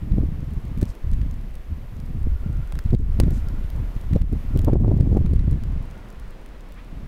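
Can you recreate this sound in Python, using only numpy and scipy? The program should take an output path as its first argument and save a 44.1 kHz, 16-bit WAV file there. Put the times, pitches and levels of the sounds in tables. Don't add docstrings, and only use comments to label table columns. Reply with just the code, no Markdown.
import sys
import numpy as np
from scipy import signal
from scipy.fft import rfft, irfft
from scipy.io import wavfile
from scipy.ndimage import uniform_filter1d

SR = 44100
rng = np.random.default_rng(int(sys.argv[2]) if len(sys.argv) > 2 else 0)


def persist_wave(psi):
    counts = np.round(np.clip(psi, -1, 1) * 32767).astype(np.int16)
    wavfile.write(sys.argv[1], SR, np.atleast_2d(counts).T)


N = 311787
T = np.arange(N) / SR
FREQS = np.fft.rfftfreq(N, 1 / SR) + 1e-3

# (time [s], large eddy level [dB], middle eddy level [dB])
BREEZE_LEVELS = [(0.0, -31, -31), (0.72, -30, -34), (0.97, -31.5, -54), (1.33, -29, -36.5),
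                 (1.57, -32, -47.5), (1.92, -34.5, -39.5), (2.17, -27.5, -31), (2.69, -28.5, -64),
                 (3.1, -20, -34.5), (3.45, -24, -34.5), (4.05, -25.5, -37.5), (5.3, -20.5, -26.5),
                 (5.98, -40, -47), (6.55, -39, -57), (7.07, -39, -42.5)]
# (start [s], hold [s], large eddy level [dB], middle eddy level [dB])
GUST_EVENTS = [(0.115, 0.13, -20.5, -27), (0.763, 0.057, -25, -30), (0.885, 0.016, -28.5, -38),
               (1.045, 0.2, -24, -34), (1.712, 0.013, -24, -32), (2.154, 0.014, -29, -40),
               (2.227, 0.12, -20, -60), (2.425, 0.099, -35, -30), (2.546, 0.056, -24, -30),
               (2.742, 0.021, -27, -29.5), (2.851, 0.087, -20, -45), (3.004, 0.013, -37, -23),
               (3.189, 0.037, -17.5, -25), (3.26, 0.059, -22, -23), (3.787, 0.012, -26, -25),
               (3.904, 0.011, -18, -36), (4.111, 0.033, -17.5, -29), (4.315, 0.031, -39, -25),
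               (4.542, 0.26, -21.5, -25), (4.803, 0.36, -28, -21.5), (5.224, 0.22, -27, -39),
               (5.453, 0.08, -22.5, -23), (5.638, 0.15, -24.5, -33), (6.178, 0.11, -35, -50.5),
               (6.918, 0.12, -35.5, -42.5)]
# (time [s], depth [dB], half length [s])
LULL_EVENTS = [(0.612, 7.5, 0.023), (0.945, 19, 0.019), (0.993, 14, 0.02), (1.635, 13, 0.014),
               (2.382, 12, 0.018), (2.831, 13, 0.019), (3.706, 5.5, 0.03), (3.928, 13, 0.032),
               (4.01, 7.5, 0.037), (4.425, 7.5, 0.028)]
# (frequency [Hz], relative density [dB])
EDDY_SPECTRUM = [(12, -5.5), (25, 3), (70, 3), (110, -5.5), (180, -16.5), (300, -22), (420, -33),
                 (700, -70.5), (1100, -70.5), (1800, -81)]
# (time [s], rush level [dB], high hiss level [dB])
STORM_LEVELS = [(0.0, -57.5, -70), (0.9, -56.5, -69.5), (1.6, -58, -69.5), (2.2, -58, -68.5),
                (2.5, -57, -68.5), (3.35, -55, -67), (4.55, -55, -66.5), (4.95, -58.5, -74),
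                (5.95, -55, -82), (6.5, -56.5, -87), (7.07, -56.5, -73)]
# (frequency [Hz], relative density [dB])
TREE_SPECTRUM = [(100, -0.5), (200, 8), (370, 2.5), (550, 0.5), (800, -4), (1200, -0.5), (2000, -2.5),
                 (3000, -8), (4500, -14.5), (7000, -21), (15000, -26)]
# (frequency [Hz], relative density [dB])
HISS_SPECTRUM = [(2000, -35), (5000, 6), (9000, 3.5), (12000, 10), (14800, 9.5), (15600, -5)]
# (time [s], strength [dB], half width [ms])
BUFFET_EVENTS = [(0.121, -11, 2.3), (0.184, -8.5, 0.87), (0.236, -12, 1.2), (0.577, -15.5, 2.2),
                 (0.829, -4.5, 0.98), (0.839, -15, 2.2), (1.134, -10, 3.4), (1.216, -9.5, 2.56),
                 (2.271, -16, 1.08), (2.861, -9.5, 2.3), (2.907, -10.5, 3.3), (2.932, -5, 0.93),
                 (2.940, -6.5, 0.79), (2.949, -6, 1.74), (3.201, -14, 1.04), (3.236, -4, 1.3),
                 (3.282, -10, 0.98), (3.966, -13, 2.2), (4.039, -34, 0.24), (4.133, -6, 1.9),
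                 (4.154, -10, 1.56), (4.162, -3.5, 0.8), (4.217, -8, 2.24), (4.333, -9.5, 1.26),
                 (4.562, -5.5, 0.99), (4.679, -10, 0.5), (4.684, -4, 0.51), (4.698, -15, 0.54),
                 (4.733, -3.5, 0.76), (4.757, -11, 0.51), (4.847, -14.5, 0.46), (4.881, -8, 0.75),
                 (4.917, -7, 0.6), (5.009, -1, 1.1), (5.129, -9, 0.87), (5.15, -15.5, 0.68),
                 (5.171, -3, 0.59), (5.261, -10, 3.1), (5.335, -7.5, 1.08), (5.363, -10.5, 2.5),
                 (5.394, -11, 3.5), (5.528, -9, 1.55)]
# (frequency [Hz], relative density [dB])
RASP_SPECTRUM = [(600, -9), (1900, 7.5), (2700, -1.5), (3800, 1), (6000, -7), (10000, -10.5), (15000, -24)]
# (time [s], strength [dB], body below 4 kHz relative to the tick [dB], ringing pitch [Hz])
GRAIN_EVENTS = [(0.7757, -31.5, -6, 12000), (0.8133, -22.5, -10, 8300), (0.818, -26, -12, 6600),
                (0.8293, -23.5, -3, 3550), (0.8545, -28, -27, 5700), (1.115, -29, -24, 9900),
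                (1.311, -29.5, -28, 6600), (2.001, -30.5, -23, 5000), (2.7229, -24, -1.5, 9000),
                (2.7543, -29, 0, 8700), (2.7897, -19, -5, 5200), (3.307, -25, -21, 11900),
                (3.486, -25.5, -18, 5030), (3.702, -26.5, -7, 13400), (4.135, -28, -1.5, 4300),
                (4.5743, -21.5, -9, 13000), (4.5915, -19.5, -6.5, 3300), (4.617, -29, -16, 7000),
                (4.6468, -18.5, -15, 12000), (5.263, -34, 1.5, 3200), (5.511, -28, -25, 10000),
                (5.6364, -27, -9, 4400), (6.461, -32, -7, 9800), (6.722, -31, -12, 14000)]
# (frequency [Hz], relative density [dB])
TICK_SPECTRUM = [(1800, -18), (3500, 2.5), (9000, -1), (16000, -3)]
# (frequency [Hz], relative density [dB])
BODY_SPECTRUM = [(400, -2), (1200, 5.5), (3600, -3.5), (6500, -47)]
# (time [s], strength [dB])
CLUMP_EVENTS = [(0.8285, -28), (3.2, -8), (3.2044, -19), (4.218, -31), (5.007, -42)]
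# (frequency [Hz], relative density [dB])
CLUMP_SPECTRUM = [(200, 9.5), (500, 9), (1200, -7.5), (2400, -10.5), (3300, -15), (4500, -8), (6000, -15.5),
                  (10700, -13), (15000, -22)]
# (time [s], level [dB], half length [s], centre [Hz])
SWISH_EVENTS = [(0.898, -57, 0.026, 5500), (3.358, -56.5, 0.044, 6100), (6.789, -53, 0.026, 1650)]
# (time [s], level [dB], half length [s])
WHISTLE_EVENTS = [(2.554, -59.5, 0.3), (3.47, -59, 0.36), (4.529, -56.5, 0.07), (6.102, -61, 0.28)]
# (time [s], depth [dB])
BACKGROUND_DIPS = [(2.97, 9), (4.239, 7.5), (4.77, 7.5)]

GUST_ATTACK_S, GUST_RELEASE_S = 0.0062, 0.011
GUST_LINGER = 0.36
GALE_DB = -19.5
CORES_PER_S, CORE_WIDTH_S = 51, 0.00064
PATTER_GRAINS, PATTER_LOWEST_HZ = 70, 5830
PATTER_FAINTEST_DB, PATTER_SPREAD_DB = -41, 10.5
RING_DB, RING_OCTAVES = 7, 0.16
WHISTLE_HZ, WHISTLE_RISE_HZ, WHISTLE_WANDER_HZ = 1386, 35.06, 26.93
DIP_ONSET_S, RECOVERY_DB_PER_S = 0.056, 55
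TOP_HZ = 15700


def undb(db):
    return 10 ** (np.asarray(db) / 20)


def unit(x):
    return x / np.std(x)


def curves(table):
    times, *columns = np.transpose(table)
    return [np.interp(T, times, column) for column in columns]


def colour(points):
    hz, db = np.transpose(points)
    return undb(np.interp(np.log(FREQS), np.log(hz), db))


def noise(gain):
    return unit(irfft(rfft(rng.standard_normal(N)) * gain, N))


def walk(rate):
    return noise(np.exp(-(FREQS / rate) ** 2))


def below(hz, order=8):
    return 1 / (1 + (FREQS / hz) ** order)


def steady(x, seconds):
    power = uniform_filter1d(x ** 2, max(int(seconds * SR), 2))
    return x / np.sqrt(power + 1e-6)


def burst_shape(age, rise, decay):
    return (1 - np.exp(-age / rise)) * np.exp(-age / decay)


def strikes(times, dbs, rise, decay):
    out = np.zeros(N)
    shape = burst_shape(T[:SR // 10], rise, decay)
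    for time, db in zip(times, dbs):
        part = out[int(time * SR):][:len(shape)]
        part += undb(db) * shape[:len(part)] / shape.max()
    return out


def crackle(time, db, rise, decay, points, ring_hz):
    out = np.zeros(N)
    age = np.maximum(T[:2048] - T[1024], 0)
    shape = burst_shape(age, rise, decay)
    spectrum = rfft(shape * rng.standard_normal(len(age)))
    spectrum = spectrum / np.sqrt(uniform_filter1d(np.abs(spectrum) ** 2, size=48))
    hz, colour_db = np.transpose(points)
    octaves = np.log2(np.fft.rfftfreq(len(age), 1 / SR) + 1)
    ring_db = RING_DB * np.exp(-((octaves - np.log2(ring_hz)) / RING_OCTAVES) ** 2)
    gain = undb(np.interp(octaves, np.log2(hz), colour_db) + ring_db)
    burst = unit(irfft(spectrum * gain))
    part = out[max(int(time * SR) - len(age) // 2, 0):][:len(age)]
    part += undb(db) * np.std(shape / shape.max()) * burst[:len(part)]
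    return out


def wind_levels():
    power = undb(curves(BREEZE_LEVELS)) ** 2
    for start, hold, large_db, middle_db in GUST_EVENTS:
        early = np.maximum(start - T, 0)
        late = np.maximum(T - start - hold, 0)
        release = GUST_RELEASE_S + GUST_LINGER * hold
        swell = np.exp(-early / GUST_ATTACK_S - late / release)
        power = power + np.outer(undb([large_db, middle_db]), swell) ** 2
    lull_db = sum(depth_db * np.exp(-((T - time) / length) ** 4)
                  for time, depth_db, length in LULL_EVENTS)
    return 10 * np.log10(power) - lull_db


def tiny_cores(middle_db):
    chance = CORES_PER_S / SR * undb(middle_db - GALE_DB) ** 2
    passing = rng.random(N) < chance
    pushes = passing * rng.choice([-1, 1], N) * undb(middle_db + 3.2)
    peak = np.pi * CORE_WIDTH_S * SR * np.exp(-2 * np.pi * FREQS * CORE_WIDTH_S)
    above = 1 - below(hz=300, order=2)
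    return irfft(rfft(pushes) * peak * above, N)


def rumble():
    large_db, middle_db = wind_levels()
    small_db = middle_db - 17.5 + 0.32 * (middle_db + 24.5)
    gain = colour(EDDY_SPECTRUM)
    deep, slow, quick = below(hz=51.1), below(hz=100.3), below(hz=289)
    stir = np.clip((middle_db + 52) / 32, .12, .9)
    large = noise(gain * deep) + stir * noise(gain * (slow - deep))
    large = steady(large, seconds=0.0351)
    scatter_db = np.interp(middle_db, [GALE_DB - 9, GALE_DB], [8.0, 5.5])
    middle = noise(gain * (quick - slow)) * undb(scatter_db * walk(rate=40.5))
    middle = steady(middle, seconds=0.0504)
    crests = 0.23 + np.abs(large + middle)
    small = noise(gain * (1 - quick)) * crests * undb(3.6 * walk(rate=71))
    small = steady(small, seconds=.05)
    eddies = undb(large_db + 1.0) * large + undb(middle_db) * middle + undb(small_db) * small
    return eddies + tiny_cores(middle_db)


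def storm():
    rush_db, hiss_db = curves(STORM_LEVELS)
    gain, low = colour(TREE_SPECTRUM), below(hz=1188)
    waver = undb(.7 * walk(rate=10))
    roar = noise(gain * low) * waver * undb(8.0)
    rush = noise(gain * (1 - low)) * undb(-0.57)
    hiss = noise(colour(HISS_SPECTRUM))
    return undb(rush_db) * (roar + rush) + undb(hiss_db) * hiss


def grain_tick(time, strength_db, ring_hz):
    return crackle(time, strength_db - 15.0, rise=0.001, decay=0.00053, points=TICK_SPECTRUM, ring_hz=ring_hz)


def patter():
    out = np.zeros(N)
    for when, size, octave in rng.random(size=(PATTER_GRAINS, 3)):
        strength_db = PATTER_FAINTEST_DB + PATTER_SPREAD_DB * size ** 2
        out += grain_tick(when * T[-1], strength_db, PATTER_LOWEST_HZ * 2 ** octave)
    return out


def buffets():
    out = np.zeros(N)
    age = T[:4096] - T[2048]
    hz = np.fft.rfftfreq(len(age), 1 / SR)
    for time, db, ms in BUFFET_EVENTS:
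        width = ms / 1000
        core = 1 / (1 + (age / width) ** 2) - 0.24 / (1 + (age / width / 4) ** 2)
        flutter = irfft(rfft(rng.standard_normal(len(age))) * hz * np.exp(-8.5 * hz * width))
        flutter = steady(unit(flutter), seconds=0.059) * np.exp(-(age / 0.0095) ** 2)
        sign = rng.choice([-1, 1])
        start = int(time * SR) - len(age) // 2
        out[start:start + len(age)] += undb(db) * (sign * undb(4.0) * core + undb(-18.0) * flutter)
    return out


def rasp():
    times, db, ms = np.transpose(BUFFET_EVENTS)
    push_db = np.minimum(1.88 * db + 20 * np.log10(ms), -5)
    envelope = strikes(times - .001, push_db - 35.5, rise=0.00073, decay=0.0017)
    return envelope * noise(colour(RASP_SPECTRUM))


def snow_grains():
    times, db, body_db, ring_hz = np.transpose(GRAIN_EVENTS)
    ticks = sum(grain_tick(*grain) for grain in zip(times, db, ring_hz))
    envelope = strikes(times, db + body_db - 10.0, rise=0.0013, decay=0.00097)
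    return ticks + envelope * noise(colour(BODY_SPECTRUM))


def ice_smack():
    return sum(crackle(time, db - 5.0, rise=0.00052, decay=0.0012, points=CLUMP_SPECTRUM, ring_hz=2950)
               for time, db in CLUMP_EVENTS)


def swishes():
    out = np.zeros(N)
    for time, db, length, hz in SWISH_EVENTS:
        swell = np.exp(-((T - time) / length) ** 2)
        band = np.exp(-np.log2(FREQS / hz) ** 2)
        out += undb(db) * swell * noise(band)
    return out * undb(2.1 * walk(rate=300))


def whistle():
    swell = sum(undb(db) * np.exp(-((T - time) / length) ** 2) for time, db, length in WHISTLE_EVENTS)
    hz = WHISTLE_HZ + WHISTLE_RISE_HZ * swell / swell.max() + WHISTLE_WANDER_HZ * walk(rate=6.75)
    tone = np.sqrt(2) * np.sin(2 * np.pi * np.cumsum(hz) / SR)
    hoarseness = noise(below(hz=62, order=2))
    return swell * hoarseness * tone


def background_dips():
    down_db = np.zeros(N)
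    for time, depth_db in BACKGROUND_DIPS:
        recovered = time + depth_db / RECOVERY_DB_PER_S
        down_db += np.interp(T, [time - DIP_ONSET_S, time, recovered], [0, depth_db, 0])
    return undb(-down_db)


def scene():
    swept = sum(np.exp(-((T - time) / 0.0013) ** 2) for time, _, _ in BUFFET_EVENTS)
    pressure = rumble() / (1 + 0.073 * swept) + buffets()
    wind = 0.77 * np.tanh(pressure / 0.71)
    background = (storm() + whistle()) * background_dips()
    snow = patter() + snow_grains() + ice_smack() + swishes()
    return (wind + rasp() + background + snow)[None]


def record(dry):
    return signal.sosfilt(signal.ellip(8, .2, 80, TOP_HZ, fs=SR, output="sos"), dry)


dry = scene()
out = record(dry)
persist_wave(out)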